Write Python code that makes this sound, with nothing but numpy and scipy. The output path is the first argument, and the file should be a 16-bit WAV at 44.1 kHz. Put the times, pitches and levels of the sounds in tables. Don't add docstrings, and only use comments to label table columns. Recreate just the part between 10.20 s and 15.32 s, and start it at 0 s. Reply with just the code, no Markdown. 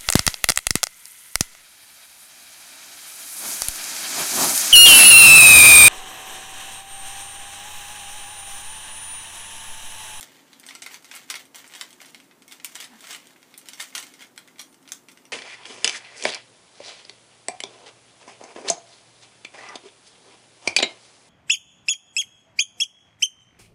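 import sys
import numpy as np
from scipy import signal
from scipy.fft import rfft, irfft
from scipy.io import wavfile
from scipy.ndimage import uniform_filter1d

SR = 44100
rng = np.random.default_rng(int(sys.argv[2]) if len(sys.argv) > 2 else 0)


def generate_wav(signal):
    frames = np.transpose(np.atleast_2d(signal))
    scaled = np.clip(frames, -1, 1) * 32767
    pcm = np.round(scaled).astype(np.int16)
    wavfile.write(sys.argv[1], SR, pcm)


def gain_from_db(level_db):
    decades = np.asarray(level_db, float) / 20
    return 10 ** decades


N = 225792


def shape(x, hz, db):
    log_hz = np.log(np.fft.rfftfreq(len(x), 1 / SR) + 1)
    return irfft(rfft(x) * gain_from_db(np.interp(log_hz, np.log(hz), db)), len(x))


def unit(x):
    return x / np.sqrt(np.mean(x ** 2))


def walk(rate):
    hold = int(SR / rate)
    steps = np.repeat(rng.standard_normal(N // hold + 1), hold)
    return unit(uniform_filter1d(uniform_filter1d(steps, hold), hold)[:N])


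def fade(t, t60):
    return np.exp(-np.log(1000) * t / t60)


def add(out, s, x):
    i = max(int(s * SR), 0)
    out[i:i + len(x)] += x[:len(out) - i]


# f/Hz, density/dB per Hz
AIR_COLOUR = [(25, -32), (60, -21), (80, -25.5), (125, -8.5), (200, -5), (265, 2), (330, -3.5), (420, -7.5),
              (800, -10.5), (1300, -13), (2200, -18.5), (4000, -22.5), (9000, -22), (15000, -27)]
# f/Hz, level/dB
MOTOR_LINES = [(269.2, -71), (360.2, -73.5), (890, -75.5)]


def air():
    noise = unit(shape(rng.standard_normal(N), *np.transpose(AIR_COLOUR)))
    rumble = shape(noise, [500, 900], [0, -60])
    waver = gain_from_db(0.21 * walk(4.82)) - 1
    out = gain_from_db(-58.5) * (noise + rumble * waver)
    for hz, db in MOTOR_LINES:
        phase = 2 * np.pi * np.cumsum(hz * (1 + 0.00195 * walk(3.4))) / SR
        out = out + gain_from_db(db + 1.5 + 2 * walk(2.39)) * np.sin(phase)
    return out


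# delay t/s, level/dB
NEAR_WALLS = [(.0028, -9.5), (.0046, -8.5), (.0082, -16.5), (0.013, -16.5)]
# f/Hz, t60/s, level/dB
ROOM_TAIL = [(477, 0.16, -28), (1296, 0.21, -32.5), (2850, 0.17, -31), (5550, 0.18, -32), (8660, 0.19, -35),
             (12900, 0.089, -34)]


def room(x, poses=6):
    t = np.arange(SR // 2) / SR
    hz = [band[0] for band in ROOM_TAIL]
    log_hz = np.log(np.fft.rfftfreq(len(t), 1 / SR) + 1)
    swell = 1 - np.exp(-t / 0.00071)
    pose = np.arange(N) // 1500 % poses
    out = x
    for k in range(poses):
        paths = np.zeros(len(t))
        scatter = rfft(rng.standard_normal(len(t)))
        for s, db in NEAR_WALLS:
            add(paths, s * (1 + .08 * rng.standard_normal()), gain_from_db(db) * np.array([.6, .4, -.3]))
        for j, (_, t60, db) in enumerate(ROOM_TAIL):
            share = np.interp(log_hz, np.log(hz), np.arange(len(hz)) == j)
            paths = paths + gain_from_db(db) * irfft(scatter * share, len(t)) * fade(t, t60) * swell
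        sent = x * uniform_filter1d(1. * (pose == k), size=200)
        out = out + signal.fftconvolve(sent, paths)[:N]
    return out


# t/s, length/s, level/dB
HAND_BUMP = (2.738, .03, -50)
# f/Hz, level/dB
HAND_COLOUR = [(150, -28), (215, 1), (260, 3), (330, -27), (700, -16), (900, -4), (1100, -23), (1800, -9),
               (2400, -45)]


def bump():
    s, length, db = HAND_BUMP
    thud = unit(shape(rng.standard_normal(N), *np.transpose(HAND_COLOUR)))
    swell = np.exp(-((np.arange(N) / SR - s) / length) ** 2)
    return gain_from_db(db) * swell * thud


# t/s, f/Hz, level/dB, t60/s
SPRING_PINGS = [
    (.01, 9490, -56, .2),
    (4.415, 9290, -58, .6),
    (4.415, 8620, -60, .2),
    (4.72, 7700, -54, .2),
    (2.313, 2250, -51, .2),
    (2.93, 3750, -46, .1),
    (.508, 2250, -45, .1),
    (2.28, 2200, -54, .2),
    (1.346, 2200, -44, .05),
]


def springs():
    out = np.zeros(N)
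    t = np.arange(int(.115 * SR)) / SR
    for s, hz, db, t60 in SPRING_PINGS:
        add(out, s, gain_from_db(db) * fade(t, t60) * np.sin(2 * np.pi * hz * t))
    return out


# t/s, rise by 10 dB/ms, fall by 10 dB/ms, level/dB, brightness/dB
LAYER_TWISTS = [(.01, 21, 300, -51.5, -1.5), (.5, 90, 100, -54, 3), (.635, 15, 80, -48.5, 2),
                (0.752, 92, 28, -51, 3.5), (.96, 53, 64, -49, 3), (.855, 8, 60, -61, -1),
                (1.16, 50, 65, -48, 4), (1.35, 6, 112, -46, 4), (1.61, 100, 95, -51, 3.5),
                (1.815, 25, 170, -54, 3), (2.32, 30, 80, -61, 7.5), (2.459, 16, 86, -51, 6.5),
                (2.555, 10, 60, -43, -2), (2.64, 60, 150, -55.5, -5), (2.938, 115, 63, -44, 1.5),
                (3.06, 50, 450, -60.5, 1), (3.52, 100, 80, -58, 5), (3.609, 35, 84, -48.5, 7),
                (3.761, 19, 102, -45, 3), (4.02, 53, 45, -49.5, -2.5), (4.2, 60, 209, -63.5, 2),
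                (4.41, 26, 53, -61, 11.5), (4.73, 23, 49, -61.5, 15), (4.9, 15, 140, -66, 2)]


def twisting():
    s, rise, fall, level_db, bright_db = np.transpose(LAYER_TWISTS)[:, :, None]
    t = np.arange(0, N + 64, 64) / SR
    body_db = level_db - 10 ** 4 * np.maximum((s - t) / rise, (t - s) / fall)
    gains = []
    for db in (body_db, body_db + bright_db):
        total = np.sqrt(np.sum(gain_from_db(2 * db), axis=0))
        gains.append(np.interp(np.arange(N) / SR, t, total))
    return gains


def slide():
    slip_rate, size_db, flutter_db, smooth = 1000., 5., 2., .45
    body_gain, edge_gain = twisting()
    coin = rng.random((3, N))
    size = gain_from_db(-size_db * np.log(coin[2] + .05))
    slips = (coin[0] < slip_rate / SR) * np.sign(coin[1] - .5) * size
    grains = irfft(np.exp(2j * np.pi * rng.random((9, 25))))
    face = np.arange(N) // 97 % len(grains)
    slips = sum(signal.fftconvolve(slips * (face == k), grain)[:N] for k, grain in enumerate(grains))
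    rub = (unit(slips) + smooth * rng.standard_normal(N)) * gain_from_db(flutter_db * walk(40))
    body = shape(rub, [400, 900, 1400, 2150, 2600, 3200, 4500, 6500],
                 [-2.5, -4.0, -2.0, 5.5, 0.5, 0.5, -3.5, -28.0])
    edge = shape(rub, [3960, 6950, 9150, 11300, 14800], [-14.5, -5.5, -10.5, -15, -12.5])
    return gain_from_db(-3.5) * (body_gain * unit(body) + edge_gain * unit(edge))


# t/s, peak level/dB, brightness/dB, rattle/dB
FACE_CLACKS = [(.331, -33.5, -2, -9), (3.4138, -39, -1, -14), (3.001, -37, 6, -10), (.4649, -28, 11, -4),
               (.6205, -23, 4.5, 0), (.6713, -29.5, -1, -13), (.9132, -23.5, -8, -5.5),
               (1.477, -34, 30.5, -13), (1.5375, -28.5, -4, -5), (1.5504, -28, 0, 0),
               (1.6114, -15, -2, -21), (1.729, -33.5, 8, -12), (2.3993, -31.5, -6.5, -6),
               (2.554, -21.5, 12, -13), (2.6423, -30.5, 5.5, 3), (2.8409, -31, -5.5, -0.5),
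               (2.8706, -30.5, 3, -9), (2.9071, -28, 2, 0.5), (2.908, -28, 0, -11), (2.9291, -24, 3, -1),
               (2.9472, -23, -2, -1.5), (3.6023, -23, 8, 2), (3.7497, -21, 2, 2), (3.7793, -17, 4, -3),
               (3.8676, -34, 5, -18), (3.9384, -34, 4, -4), (4.7196, -15, 13, -19), (4.8853, -34, -1, -3),
               (4.9737, -33.5, -6, -9), (5.0533, -37, 2.5, -7)]
# t/s, peak level/dB, brightness/dB,
# rattle/dB
LAYER_LOCKS = [(.4875, -25.5, -6.5, -6), (.5077, -30, -8, 0), (.5511, -25, -1, -8), (.7427, -23, -0.5, -14),
               (.8449, -31, 0, -2.5), (1.0999, -20, 1, -4), (1.1006, -18.5, 0.5, 0), (1.1024, -21, 6.5, -6),
               (1.1414, -17, -9, -10), (1.1549, -21, -3, -2.5), (1.946, -28, -6.5, -16.5),
               (2.3124, -30.5, -5, -3), (2.8066, -33.5, 7, 2.5), (3.4863, -24, 2, -7.5),
               (3.533, -28, -1, 1.5), (3.7516, -17, 3.5, -0.5), (3.8269, -25, 2.5, -2),
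               (4.0238, -30.5, -4, -4), (4.1773, -23, -4, -39.5), (4.3934, -27, 1, 4),
               (4.6767, -33.5, -6, -8), (4.6892, -32, -4, -10), (4.1614, -42, 5, -14),
               (4.358, -45.5, -12, -3), (4.2837, -39, -14, -9), (1.9053, -42, 16, -19), (4.067, -44, 8, -4),
               (2.0434, -46, 5, -16), (1.091, -39, -9, -2), (3.3123, -47, -1.5, -14)]
# t/s, peak level/dB, brightness/dB, rattle/dB
CORNER_TICKS = [(.0094, -21, 12, -26), (.0284, -21, 3.5, -29), (.398, -31, 9, -14),
                (.6625, -23.5, -8, -6.5), (.9382, -36.5, -34, 3.5), (.9507, -29.5, 20, 2.5),
                (.9622, -29, -4, -1.5), (1.1594, -33, -12, -23), (1.3457, -26.5, -10, -9),
                (1.3578, -27.5, 13, -17.5), (1.8028, -34, -16, -6), (1.8159, -30, -5, -18),
                (1.8574, -35.5, 3.5, 2.5), (2.2794, -33.5, 4, -2), (2.3201, -37, -4, -17),
                (2.3222, -25, -1.5, -6), (2.4459, -11.5, 7, -11), (2.602, -24.5, 0, 0.5),
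                (2.6244, -28.5, -6, 1), (3.3406, -30, -5.5, -11), (3.3774, -26.5, 21, -4),
                (3.4575, -36, -3, 0), (3.5987, -22, -14, 1.5), (3.6244, -23.5, 0, -1.5),
                (3.798, -29.5, 9, 0), (4.3955, -29.5, -13, -6.5), (4.4144, -27, 14, -17.5),
                (4.9152, -38.5, 3, 0)]
# t/s, peak level/dB, brightness/dB
FINGER_TOUCHES = [(.1925, -48, -20), (0.432, -39.5, -6), (0.438, -35.5, -14), (.7107, -35, -15),
                  (.8245, -41, 4), (1.254, -37.5, 7), (1.443, -35, -17), (1.4981, -38, -11.5),
                  (1.5227, -34.5, -11), (1.706, -34, -1), (1.8273, -36, -3), (1.848, -34, -12),
                  (2.0007, -35, -4.5), (2.1112, -40.5, -19), (2.2212, -36, 0), (2.5494, -31, 6),
                  (2.7816, -51, 2.5), (3.07, -37, 4), (3.16, -40.5, -38), (3.2288, -37, -6),
                  (4.6274, -45, -2), (3.58, -36, -10), (3.9936, -36, -7), (4.008, -31, -11),
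                  (3.726, -38.5, -28), (4.2757, -35.5, -2), (4.384, -37, -6), (4.5271, -42.5, 7),
                  (4.5435, -39, 1), (4.655, -41.5, -18)]


def blows():
    touches = [(*row, -8.5) for row in FINGER_TOUCHES]
    kinds = (FACE_CLACKS, -18), (LAYER_LOCKS, -10), (CORNER_TICKS, -4), (touches, -7.5)
    return [(*row, top_db) for rows, top_db in kinds for row in rows]


# f/Hz, t60/s, level/dB
PIECE_MODES = [(611, 0.0054, -11.5), (996, 0.026, -21), (1422, 0.023, -14), (1800, 0.0035, -3),
               (2105, 0.0071, 1.5), (2500, 0.0065, -0.5), (3175.6, 0.008, 1.5), (3800, 0.0056, 4),
               (4490, 0.0047, 5), (5243, 0.005, 4.5), (5980, 0.0058, 2.5), (6260, 0.0043, 3),
               (7704, 0.0038, 5), (8430, 0.0044, 2), (9220, 0.0063, 1), (10280, 0.0042, 3.5),
               (10500, 0.0013, -16), (11910, 0.0023, 12.5), (14250, 0.0021, 13), (15000, 0.0021, 9)]
COLOUR_HZ = [2200, 4800, 8400, 12800]


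def snaps():
    scatter_db, detune = 2.0, 0.048
    crack_db, crack_s = 8.0, 0.0029
    rattle_s, rattle_rate, size_db = 0.088, 900., 4.5
    hz, t60, db = np.transpose(PIECE_MODES)[:, :, None]
    t = np.arange(600) / SR
    late = np.arange(3500) / SR
    out = np.zeros(N)
    for s, peak_db, bright_db, rattle_db, top_db in blows():
        weight, pitch, phase = rng.standard_normal((3, 3, len(hz), 1))
        chance, size = rng.random((2, 2, len(late)))
        tilt = [-bright_db, -bright_db / 2 - 3.5, 0, top_db]
        colour_db = np.interp(np.log(hz), np.log(COLOUR_HZ), tilt)
        turn = 2 * np.pi * hz * (1 + detune * pitch) * t + 2 * phase
        level = gain_from_db(db + colour_db + scatter_db * weight)
        rings = np.sum(level * fade(t, t60) * np.sin(turn), axis=1)
        crack = rng.standard_normal((3, len(t))) * fade(t, crack_s)
        crack_colour = (colour_db - 5.5 * (hz > 10500))[:, 0]
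        rings = rings + gain_from_db(crack_db) * np.array([shape(row, hz[:, 0], crack_colour) for row in crack])
        rings = rings * (1 - np.exp(-t / 0.00044)) ** 2
        rings = gain_from_db(peak_db - 0.5) * rings / np.max(np.abs(rings[0]))
        add(out, s, rings[0])
        knock_size = gain_from_db(rattle_db - 14 - size_db * np.log(size + .03))
        knocks = (chance < rattle_rate / SR) * knock_size * fade(late, rattle_s)
        add(out, s, signal.fftconvolve(knocks, rings[1:], axes=1).sum(axis=0))
    return out


def scene():
    no_bass = signal.butter(3, 480, "high", fs=SR, output="sos")
    cube = signal.sosfilt(no_bass, snaps() + slide())
    return (room(cube + springs()) + bump() + air())[None]


def roll_off(x):
    return signal.sosfilt(signal.butter(12, 16520, fs=SR, output="sos"), x)


def record(dry):
    low = shape(dry[0], [15250, 15600], [0, -70])
    top = shape(dry[0], [15400, 15500, 15800, 16600, 16600], [-70, -30, -22, -22, -64])
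    power = top ** 2
    sudden = uniform_filter1d(power, size=300) > 3. * uniform_filter1d(power, size=3000)
    gate = uniform_filter1d(1. * sudden, size=100)
    return roll_off((low + top * gate)[None])


dry = scene()
out = record(dry)
generate_wav(out)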